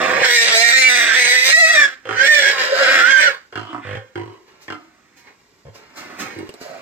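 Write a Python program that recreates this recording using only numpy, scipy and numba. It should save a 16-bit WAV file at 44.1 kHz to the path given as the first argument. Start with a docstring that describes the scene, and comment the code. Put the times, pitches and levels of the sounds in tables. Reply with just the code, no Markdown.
"""Pig squabble in a pen

A young pig, pinned under a big one in a concrete pen, growls, screams twice and grunts as it gets free.
The screams are rough vocal-fold pulses plus a shrill second oscillator, shaped by a moving throat.
Grunts are slow slaps that ring snout and chest; snorts are noise through one snout resonance.
Trotters scrape and tap on the gritty floor; close walls throw it all back at a phone, over quiet air."""
import sys
import numpy as np
from scipy import signal
from scipy.fft import rfft, irfft, next_fast_len
from scipy.io import wavfile
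from scipy.ndimage import uniform_filter1d, minimum_filter1d
from numba import njit

SR = 44100
rng = np.random.default_rng(int(sys.argv[2]) if len(sys.argv) > 2 else 0)


def int16_out(signal):
    """Quantize to a 16-bit WAV file."""
    q = np.round(np.clip(np.atleast_2d(signal).T, -1, 1) * 32767)
    wavfile.write(sys.argv[1], SR, q.astype(np.int16))


N = 300457
T = np.arange(N) / SR  # time of each sample, s


def undb(db):
    """Turn decibels into a gain."""
    return 10 ** (np.asarray(db) / 20)


def unit(x):
    """Scale to an rms of 1."""
    return x / np.sqrt(np.mean(x ** 2) + 1e-18)


def steady(x):
    """Even out slow swells, keeping the fast grain."""
    return x / np.sqrt(np.abs(uniform_filter1d(x ** 2, size=2600)) + 1e-12)


def curves(rows):
    """Join the columns of a table by straight lines in time."""
    start_s, *columns = np.transpose(rows)
    return [np.interp(T, start_s, column) for column in columns]


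def envelope(start, end, rise_s, fall_s):
    """Swell up to the start, hold to the end, die away."""
    return np.exp(np.minimum(T - start, 0) / rise_s - np.maximum(T - end, 0) / fall_s)


def noise():
    """White noise."""
    return rng.standard_normal(N)


def walk(rate):
    """Random wander that picks a new target so many times a second."""
    return np.interp(T * rate, np.arange(N), noise())


def colour(x, points):
    """Shape the spectrum by a table of (pitch_hz, level_db)."""
    hz, db = np.transpose(points)
    size = next_fast_len(N + SR // 10)
    f = np.arange(size // 2 + 1) * SR / size
    gain = undb(np.interp(np.log(f + 1), np.log(hz), db))
    return irfft(rfft(x, size) * gain, size)[..., :N]


@njit
def svf(x, g, k):
    """State-variable band-pass: two leaky stores that pass energy to and fro."""
    y, b, l = np.empty(len(x)), 0., 0.
    for i in range(len(x)):
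        v = (b + g[i] * (x[i] + 1e-18 - l)) / (1 + g[i] * (g[i] + k[i]))
        b, l, y[i] = 2 * v - b, l + 2 * g[i] * v, k[i] * v
    return y


def ring(x, hz, width):
    """A resonance whose centre may move."""
    hz = np.minimum(hz + np.zeros(len(x)), SR / 2 - 2000)
    return svf(x, np.tan(np.pi * hz / SR), width / hz)


def ring_twice(x, hz, width):
    """The same resonance passed twice, for steeper sides."""
    return ring(ring(x, hz, width), hz, width)


# Colour of the quiet outdoor air: (pitch_hz, level_db)
AIR = [(24, -38), (40, 3), (320, 8), (516, -10), (1270, -3.5), (4570, -12), (7540, -8), (16000, -76.5)]
AIR_DB = -64


def outdoor_air():
    """Coloured noise, partly shared by both channels, whose level drifts gently."""
    both_channels = noise() + 0.68 * np.array([noise(), noise()])
    return unit(colour(both_channels, AIR)) * undb(AIR_DB + 1.4 * walk(1.2))


# How wide the mouth is held: (time_s, mouth_resonance_hz)
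MOUTH = [(0, 1640), (.19, 1543), (.37, 2100), (.48, 1890), (.6, 2064), (.8, 2123), (1.0, 1940), (1.1, 1859),
         (1.2, 1993), (1.66, 2100), (1.87, 1729), (2.13, 1498), (2.33, 1931), (2.55, 1611), (2.93, 1625),
         (3.17, 1826), (3.26, 1748), (3.33, 1480)]
NARROW_HZ, WIDE_HZ = 1532, 2100  # mouth resonance in a growl and in a full scream
# The wider the mouth, the louder, thinner, brighter and clearer the voice: (in a growl, in a full scream)
LOUDNESS_DB, BASS_DB, TREBLE_DB, ROUGHNESS = (-3, 5), (-8.5, -17), (-11.5, -8.5), (.74, 0.171)


def follow(ends):
    """A quality of the voice, between its values for a narrow and a wide mouth."""
    mouth_hz, = curves(MOUTH)
    return np.interp(mouth_hz, [NARROW_HZ, WIDE_HZ], ends)


# An opening growl and two screams, with settings added to those that follow the mouth:
# (start_s, end_s, level_db halfway, swell_db_per_s, bass_db, treble_db, roughness_0_to_1, open_throat_db)
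SCREAMS = [(0, 0.23, -15.5, 4, 7.5, 1.5, 0.42, -3.5), (0.236, 1.847, -13.5, -1, -2, 4, 0.06, -40),
           (2.194, 3.27, -9.5, 2, -3, 2.5, 0, -19.5)]
ATTACK_S, RELEASE_S = 0.035, 0.035
# The voice breaks up: (centre_s, spread_s, level_change_db, added_roughness_0_to_1)
BREAKS = [(0.239, 0.019, 6.5, 0.23), (0.487, 0.042, -1.5, 0.54), (1.098, 0.066, -0.5, 0.3),
          (1.26, .025, -0.5, .5), (1.501, .025, 3, 0.38), (1.802, .04, 4.5, 0.12), (2.554, 0.028, -8.5, .2),
          (2.709, 0.063, -8.5, 0), (3.227, 0.071, -1, 0.2)]


def push():
    """Each cry's effort rises, holds and lets go, bringing its own tone; breaks jolt level and roughness."""
    gains = []
    for start, end, db, swell, *_ in SCREAMS:
        level_db = db + swell * (np.clip(T, start, end) - (start + end) / 2)
        gains.append(undb(level_db) * envelope(start, end, ATTACK_S, RELEASE_S))
    gains = np.array(gains)
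    jolt_db, rasp = sum(np.outer([db, rough], np.exp(-((T - s) / spread) ** 2))
                        for s, spread, db, rough in BREAKS)
    # the strongest cry sets the tone
    tone = np.array(SCREAMS)[gains.argmax(axis=0), 4:].T
    bass_db, treble_db, hoarse, throat_db = (uniform_filter1d(c, size=900) for c in tone)
    effort = gains.max(axis=0) * undb(follow(LOUDNESS_DB) + jolt_db)
    return effort, bass_db, treble_db, hoarse + rasp, throat_db


# Centre line of the vocal folds' pitch: (time_s, strong_weak_pulse_pair_rate_hz)
PITCH = [(.28, 245.3), (.34, 233.5), (.45, 231.4), (.54, 222.5), (.65, 234.8), (.71, 233), (.74, 266.5),
         (1.0, 239.9), (1.1, 221.3), (1.15, 229.1), (1.19, 250), (1.31, 248.8), (1.47, 260), (1.53, 314),
         (1.56, 322), (1.6, 353.6), (1.65, 314.9), (1.72, 345.8), (1.77, 301), (1.88, 268.7), (2.19, 257.9),
         (2.29, 299.8), (2.5, 276.3), (2.62, 251.7), (2.75, 270.3), (3.03, 252.5), (3.22, 304.5),
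         (3.33, 270)]
# The weak pulse catches up as the pitch climbs: (pair_rate_hz, shortfall_0_to_1)
SHORTFALL = [(270, 0.89), (320, 0.1)]


def folds(hoarse, jitter=0.03013, lurch=.055, rasp=1.78, tremor=.005, triplets=0.9):
    """Strong and weak pulses in turn; roughness makes pitch lurch, cycles break up and turbulence join in."""
    pair_hz, = curves(PITCH)
    rough = np.clip(follow(ROUGHNESS) + hoarse, 0, 1)
    shortfall = np.clip(np.interp(pair_hz, *np.transpose(SHORTFALL)), 0, 1)
    unsteadiness = tremor * walk(40) + rough * (jitter * walk(400) + lurch * walk(45))
    pulse_hz = 2 * pair_hz * (1 + unsteadiness)
    phase = np.cumsum(pulse_hz) / SR
    cycle = np.round(phase).astype(int)
    offset = (phase - cycle) * SR / pulse_hz  # samples from the nearest closure
    pulses = np.sinc(offset) * np.exp(-(offset / 4) ** 2)
    pulses *= 1 - shortfall * (cycle % 2)
    pulses *= undb(6 * rough * np.tanh(noise()[cycle]))  # a random level for each cycle
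    # strained folds slip in and out of beating in threes
    pulses *= 1 + triplets * np.sqrt(rough) * walk(16) * np.cos(2 * np.pi * cycle / 3)
    turbulence = noise() * (1 + np.cos(2 * np.pi * phase))
    return steady(pulses) + rasp * rough ** 2 * steady(turbulence), phase, rough


# Upper throat resonances: (multiple_of_mouth_resonance, width_hz of each of two passes, level_db)
UPPER = [(1.95, 667, 6.5), (2.401, 617, 5), (2.998, 1014, 3.5), (4.0, 1255, -4)]
QUIVER = .035  # how much the mouth trembles in a scream, as a share of its resonance


def screams(mouth_db=-1, leak_db=-14, leak_rough_db=-10, mouth_width_hz=620, spread=1.05):
    """The folds drive low resonances and a stack of high ones that rise as the mouth opens."""
    mouth_hz, = curves(MOUTH)
    effort, bass_db, treble_db, hoarse, throat_db = push()
    source, phase, rough = folds(hoarse)
    mouth_hz = mouth_hz * (1 + QUIVER * walk(25.01))
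    low = ring(ring(source, 548, 240), 527, 730)
    low += undb(-12.5) * rough ** 2 * ring(source, 210, 300)
    throat = ring_twice(source, 1150, 400)
    width = mouth_width_hz * (1 + spread * rough ** 2)  # a rasping throat damps the resonance
    mouth = ring(ring_twice(source, mouth_hz, width), mouth_hz, 2 * width)
    upper = sum(undb(d) * ring_twice(source, k * mouth_hz, w) for k, w, d in UPPER)
    # air hisses past the teeth, most in a clear scream
    hiss = ring(ring(noise() * undb(2 * walk(34)), 11000, 6000), 12000, 7100)
    upper += undb(leak_db + leak_rough_db * rough) * hiss
    whistle = shrill(phase, follow(ROUGHNESS))
    # the whistle takes its power out of the folds
    whistle_power = uniform_filter1d(whistle ** 2, size=1500)
    share = np.clip(1 - whistle_power / (effort ** 2 + 1e-12), .22, 1)
    bright = undb(mouth_db) * steady(mouth) + undb(follow(TREBLE_DB) + treble_db) * steady(upper)
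    voice = np.sqrt(share) * bright
    voice += share ** 0.39 * undb(follow(BASS_DB) + bass_db) * steady(low)
    voice += undb(throat_db) * steady(throat)
    rumble = undb(-33) * rough * unit(ring(noise(), 110, 110))
    return (voice + rumble) * effort + whistle + hoot()


# The voice breaks into a whistle: (start_s, end_s, level_db, overtones_db)
WHISTLES = [(0.365, 0.412, -8.5, 2.5), (0.643, 0.769, -9, 1), (0.821, 0.879, -8.5, -4),
            (1.011, 1.13, -16, -2.5), (1.186, 1.22, -14, -2.5), (1.32, 1.443, -11, -8),
            (1.525, 1.729, -7.5, -4), (1.775, 1.853, -7, 0), (2.197, 2.216, -11, 3), (2.27, 2.48, -12.5, 5),
            (3.013, 3.06, -11, -3), (3.09, 3.19, -4.5, 0), (3.21, 3.275, -11, 3)]
WHISTLE_RISE_S, WHISTLE_FALL_S = 0.02, .014
# Centre line of the whistle's pitch: (time_s, pitch_hz)
WHISTLE_PITCH = [(.36, 1845), (.78, 1865), (.81, 2340), (.89, 2280), (1.0, 1665), (1.13, 1570),
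                 (1.18, 2020), (1.24, 1950), (1.44, 2030), (1.51, 1900), (1.6, 1940), (1.73, 1920),
                 (1.76, 1805), (1.81, 1760), (1.87, 1630), (2.19, 1500), (2.3, 1830), (2.4, 1740),
                 (2.48, 1610), (2.99, 1310), (3.05, 1450), (3.11, 1615), (3.19, 1550), (3.26, 1520),
                 (3.32, 1200)]


def shrill(fold_phase, rough, jitter=0.0271, wander=0.004975, sidebands=0.11, upper_sideband=0.19,
           overtones_db=(-16, -21, -22)):
    """A whistling second oscillator, shaken by the folds into sidebands, the upper one strongest."""
    hz, = curves(WHISTLE_PITCH)
    gains = np.array([undb(db) * envelope(start, end, WHISTLE_RISE_S, WHISTLE_FALL_S)
                      for start, end, db, _ in WHISTLES])
    bright_db = np.array(WHISTLES)[gains.argmax(axis=0), -1]
    unsteadiness = jitter * rough * walk(500) + wander * walk(60)
    phase = 2 * np.pi * np.cumsum(hz * (1 + unsteadiness)) / SR
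    overtones = sum(undb(d) * np.sin((k + 2) * phase) for k, d in enumerate(overtones_db))
    tone = np.sin(phase) + undb(bright_db) * overtones
    tone += upper_sideband * np.sin(phase + 2 * np.pi * fold_phase)
    shake = (1 + sidebands * np.cos(2 * np.pi * fold_phase)) * undb(3.8 * walk(110))
    return unit(tone * shake) * gains.max(axis=0)


# One low harmonic rings out: (start_s, end_s, level_db, harmonic_of_pair_rate)
HOOTS = [(0.558, 0.614, -21.5, 3), (1.529, 1.777, -27, 2), (2.243, 2.445, -23, 2), (2.704, 2.914, -21, 2),
         (3.2, 3.305, -25, 2)]


def hoot(jitter=0.0618, flutter_db=7.0):
    """A low harmonic of the folds rings out as a hollow tone under the rasp."""
    pair_hz, = curves(PITCH)
    rough = follow(ROUGHNESS)
    phase = 2 * np.pi * np.cumsum(pair_hz * (1 + jitter * rough * walk(200))) / SR
    tones = sum(undb(db) * envelope(start, end, WHISTLE_RISE_S, WHISTLE_FALL_S) * np.sin(round(k) * phase)
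                for start, end, db, k in HOOTS)
    return np.sqrt(2) * tones * unit(undb(flutter_db * rough * walk(70)))


# Grunts, levels relative: (start_s, length_s, average_slaps_per_s, level_db, fall_db over the length,
# chest_db, lowest_resonance_hz, mouth_db, mouth_at_start_hz, mouth_at_end_hz, nostrils_db)
GRUNTS = [(2.054, 0.044, 58.2, -30.5, -5.5, -17, 501, -8.5, 1434, 1270, -12),
          (2.091, 0.08, 55, -28.5, 4, -10.5, 425, 3.5, 1430, 1220, -7.5),
          (3.525, 0.032, 120, -39.5, 11, -13.5, 442.4, 3.5, 1521, 1445, -9),
          (3.556, 0.15, 52, -36, 20, 2, 340.2, 5.5, 1530, 1130, -4),
          (3.73, 0.086, 61, -39, 6, -4.5, 288, 6, 1029, 943, -13),
          (3.85, 0.15, 49.5, -32.5, -6.5, 1.5, 506, -4.5, 1600, 1556, -12.5),
          (4.156, 0.18, 50, -32.5, 16.5, -2.5, 351, -6, 1450, 1010, -14.5),
          (4.681, 0.071, 47.4, -33, -9, -8, 323.5, 3, 1880, 1210, -7),
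          (5.652, 0.058, 70, -43.5, -8, 7, 518, -9, 1750, 1470, -19),
          (6.363, 0.11, 47, -33, 1.5, -6, 324, -26, 990, 1000, -33)]
# Snout resonances with the mouth nearly shut: (pitch_hz, width_hz of the first pass, level_db)
SNOUT = [(747, 57, -8), (990, 55, -7.5), (1249, 57, -17), (1993, 51, -10)]
# Nasal passages with the mouth nearly shut: (pitch_hz, width_hz of the first pass, level_db)
NOSTRILS = [(2730, 190, -1.5), (2966, 170, 0), (3920, 880, -8.5)]
SHUT_HZ = 1060  # mouth resonance when nearly shut
CLOSING_S, FLAP = .032, .035  # how fast the mouth closes, and the turbulence after each slap


def grunt(start, length, rate, db, fall_db, chest_db, low_hz, mouth_db, open_hz, closed_hz, nostril_db,
          glide=0.15, release_s=0.041, first=0.8, breath_db=-39, breath_s=0.051, snout_db=0, darken=0.82,
          spit_db=-24):
    """Slow slaps of slack folds ring snout and chest; the resonances follow the mouth as it moves."""
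    t = np.arange(SR // 2) / SR
    beats = np.arange(0, length * rate)
    unevenness = .08 * (beats > 2) * rng.standard_normal(len(t))[:len(beats)]
    times = (beats + unevenness) / rate
    strength = undb(-fall_db * times / length) * np.clip((length - times) / release_s, 0, 1)
    slaps = np.zeros(len(t))
    slaps[(times * SR).astype(int)] = strength * np.where(beats == 0, first, 1)
    flapping = signal.lfilter([1], [1, -np.exp(-1 / (.008 * SR))], slaps)
    source = slaps + FLAP * flapping * rng.standard_normal(len(t))
    # breath swells towards the end of the grunt and fades after it
    breath = np.exp(-np.abs(t - length) / breath_s) * rng.standard_normal(len(t))
    source += undb(breath_db) * np.abs(slaps).max() * breath
    mouth_hz = closed_hz + (open_hz - closed_hz) * np.exp(-t / CLOSING_S)
    gape = mouth_hz / SHUT_HZ
    lift = gape ** glide
    snout, nostrils = (sum(undb(d) * unit(ring(ring(source, hz * lift, w), hz * lift, 4 * w))
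                           for hz, w, d in modes) for modes in (SNOUT, NOSTRILS))
    # a narrower mouth is also quieter
    mouth = unit(ring(ring(source, mouth_hz, 340), mouth_hz, 770) * gape ** darken)
    mouth += undb(spit_db) * unit(ring_twice(source, 4200, 3100))
    # the lowest throat resonance carries the vowel; the chest booms under it
    throat = unit(ring(ring(source, low_hz, 55), low_hz, 260))
    chest = unit(ring(ring(slaps, 110, 12), 52, 68))
    sound = throat + undb(snout_db + mouth_db / 2) * snout + undb(mouth_db) * mouth
    sound += undb(nostril_db) * nostrils + undb(chest_db) * chest
    sound = sound * undb(db) * np.sqrt(length / t[-1])
    return np.pad(sound, (int(start * SR), N))[:N]


# Air forced through the snout: (start_s, end_s, level_db, pitch_hz, width_hz of each of two passes)
SNORTS = [(3.678, 3.715, -44, 3070, 330), (3.837, 3.965, -38.5, 1890, 1110), (6.66, 6.77, -41, 600, 260)]


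def snorts(rise_s=.02, fall_s=.025):
    """Breath rushes through one resonance of the snout."""
    return sum(undb(db) * envelope(start, end, rise_s, fall_s) * unit(ring_twice(noise(), hz, width))
               for start, end, db, hz, width in SNORTS)


# A trotter drags over the floor, levels relative: (time_s, decay_s, level_db, gritty_treble_db)
SCRAPES = [(4.48, 0.31, -50, -27.5), (4.622, 0.18, -57, -4.5), (5.173, 0.18, -54.5, -9),
           (5.275, 0.033, -42.5, -33), (5.754, 0.17, -44, -17), (5.974, 0.36, -37, -13),
           (6.199, 0.13, -30, -13), (6.615, 0.99, -41, -11.5)]
# Colour of the grains before bass and treble are levelled apart: (pitch_hz, level_db)
SCRAPE_COLOUR = [(35, -52.5), (60, -19), (294, -2.5), (720, -8.5), (946, -7), (1660, -8.5), (2130, -6.5),
                 (3270, -20.5), (4320, -15), (6580, -16), (9570, -38), (12400, -24.5), (16000, -31)]
SCRAPE_RISE_S, GRIT_FADE_S, SHUFFLE_DB = 0.016, 0.035, -60.5  # the shuffle level is relative too


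def scraping(body_db=-3, grit_db=0, bite=2.2):
    """Trotters drag on sandy concrete: dense grains, brightest as the hoof bites, over a faint shuffle."""
    drag, grit = undb(SHUFFLE_DB), undb(SHUFFLE_DB - 10.0)
    for s, decay, db, bright_db in SCRAPES:
        stroke = undb(db) * envelope(s, s, SCRAPE_RISE_S, decay)
        biting = 0.57 + bite * envelope(s, s, SCRAPE_RISE_S, GRIT_FADE_S)
        drag = np.hypot(drag, stroke)
        grit = np.hypot(grit, stroke * undb(bright_db) * biting)
    grains = colour(noise() * undb(2.0 * noise() + 1.0 * walk(110)), SCRAPE_COLOUR)
    body, treble = (signal.sosfilt(signal.butter(4, 3500, kind, fs=SR, output="sos"), grains)
                    for kind in ("low", "high"))
    return undb(body_db) * drag * unit(body) + undb(grit_db) * grit * unit(treble)


# Trotter taps, levels relative: (time_s, click_db, thud_db)
TAPS = [(6.214, -36, -32), (6.3883, -26.5, -24.5), (6.4917, -23, -30.5), (6.54, -29, -34),
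        (6.6132, -45, -27)]


def taps(click_db=-3, thud_db=-3, click_s=0.00045, thud_s=0.0096):
    """A hoof lands: a hard tick and a dull thud, each a fading burst of ringing noise."""
    tick = unit(ring(noise(), 2400, 1600))
    thud = unit(ring(ring(noise(), 315, 140), 320, 340))
    out = 0
    for s, db, low_db in TAPS:
        age = np.maximum(T - s, 0)
        hard = undb(db + click_db) * tick * np.exp(-age / click_s)
        dull = undb(low_db + thud_db) * thud * np.exp(-age / thud_s)
        out = out + (T >= s) * (hard + dull)
    return out


# How much stronger the left port is than the right: (pitch_hz, difference_db)
PORTS = [(100, -4), (700, -1), (1400, -7), (3000, -1.5), (6000, 0.5), (8500, -23.5), (10500, 2),
         (14000, -5.5)]


def pen(x, early_db=0.0, early_t60=0.072, tail_db=-24, tail_t60=0.4, lag_s=.00009):
    """Near walls give a dense short slap that shifts as the pigs move; sound reaches the right port first."""
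    t, ears = np.arange(SR // 2) / SR, []
    for delay, side in ((lag_s, 1), (0, -1)):  # left, right
        direct = np.sinc((t - delay) * SR - 8) * (t < .001)
        tail = ring(rng.standard_normal(len(t)) * undb(-60 * t / tail_t60), 2100, 2400)
        ear = signal.oaconvolve(x, direct + undb(tail_db) * unit(tail) / np.sqrt(len(t)))[:N]
        turn = 2 * np.pi * T + walk(2.75)  # blends two sets of echoes
        for weight in (np.cos(turn), np.sin(turn)):
            # rough blocks scatter the treble most
            early = ring(rng.standard_normal(len(t)) * undb(-60 * t / early_t60), 2810, 19000)
            echoes = signal.oaconvolve(x, unit(early) / np.sqrt(len(t)))[:N]
            ear += undb(early_db) * weight * echoes
        ears.append(colour(ear, [(hz, side * db / 2) for hz, db in PORTS]))
    return np.array(ears)


# Microphone colour on the voice: (pitch_hz, level_db)
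MIC = [(40, -14.5), (100, -2), (330, 3.5), (420, -1.5), (690, 0.5), (880, -4), (1100, -1.5), (1900, -3),
       (2400, -2.5), (2850, -4), (3400, -0.5), (8300, -4.5), (9300, -19.5), (10200, -14), (12000, -5),
       (15500, 12.5)]


def scene(scream_db=-3, grunt_db=-3):
    """Screams, grunts, snorts and the footwork in the pen, over quiet outdoor air."""
    grunts = sum(grunt(*row) for row in GRUNTS)
    voice = undb(scream_db) * screams() + undb(grunt_db) * grunts + snorts()
    return pen(colour(voice, MIC) + scraping() + taps()) + outdoor_air()


TOP_HZ = 15900  # highest pitch kept


def record(dry):
    """The phone's limiter holds the peaks at full scale; then the top is cut."""
    gain = 1 / np.maximum(np.abs(dry).max(axis=0), 1)
    gain = uniform_filter1d(minimum_filter1d(gain, size=301), size=301)
    return signal.sosfilt(signal.ellip(10, .2, 80, TOP_HZ, fs=SR, output="sos"), dry * gain)


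dry = scene()
out = record(dry)
int16_out(out)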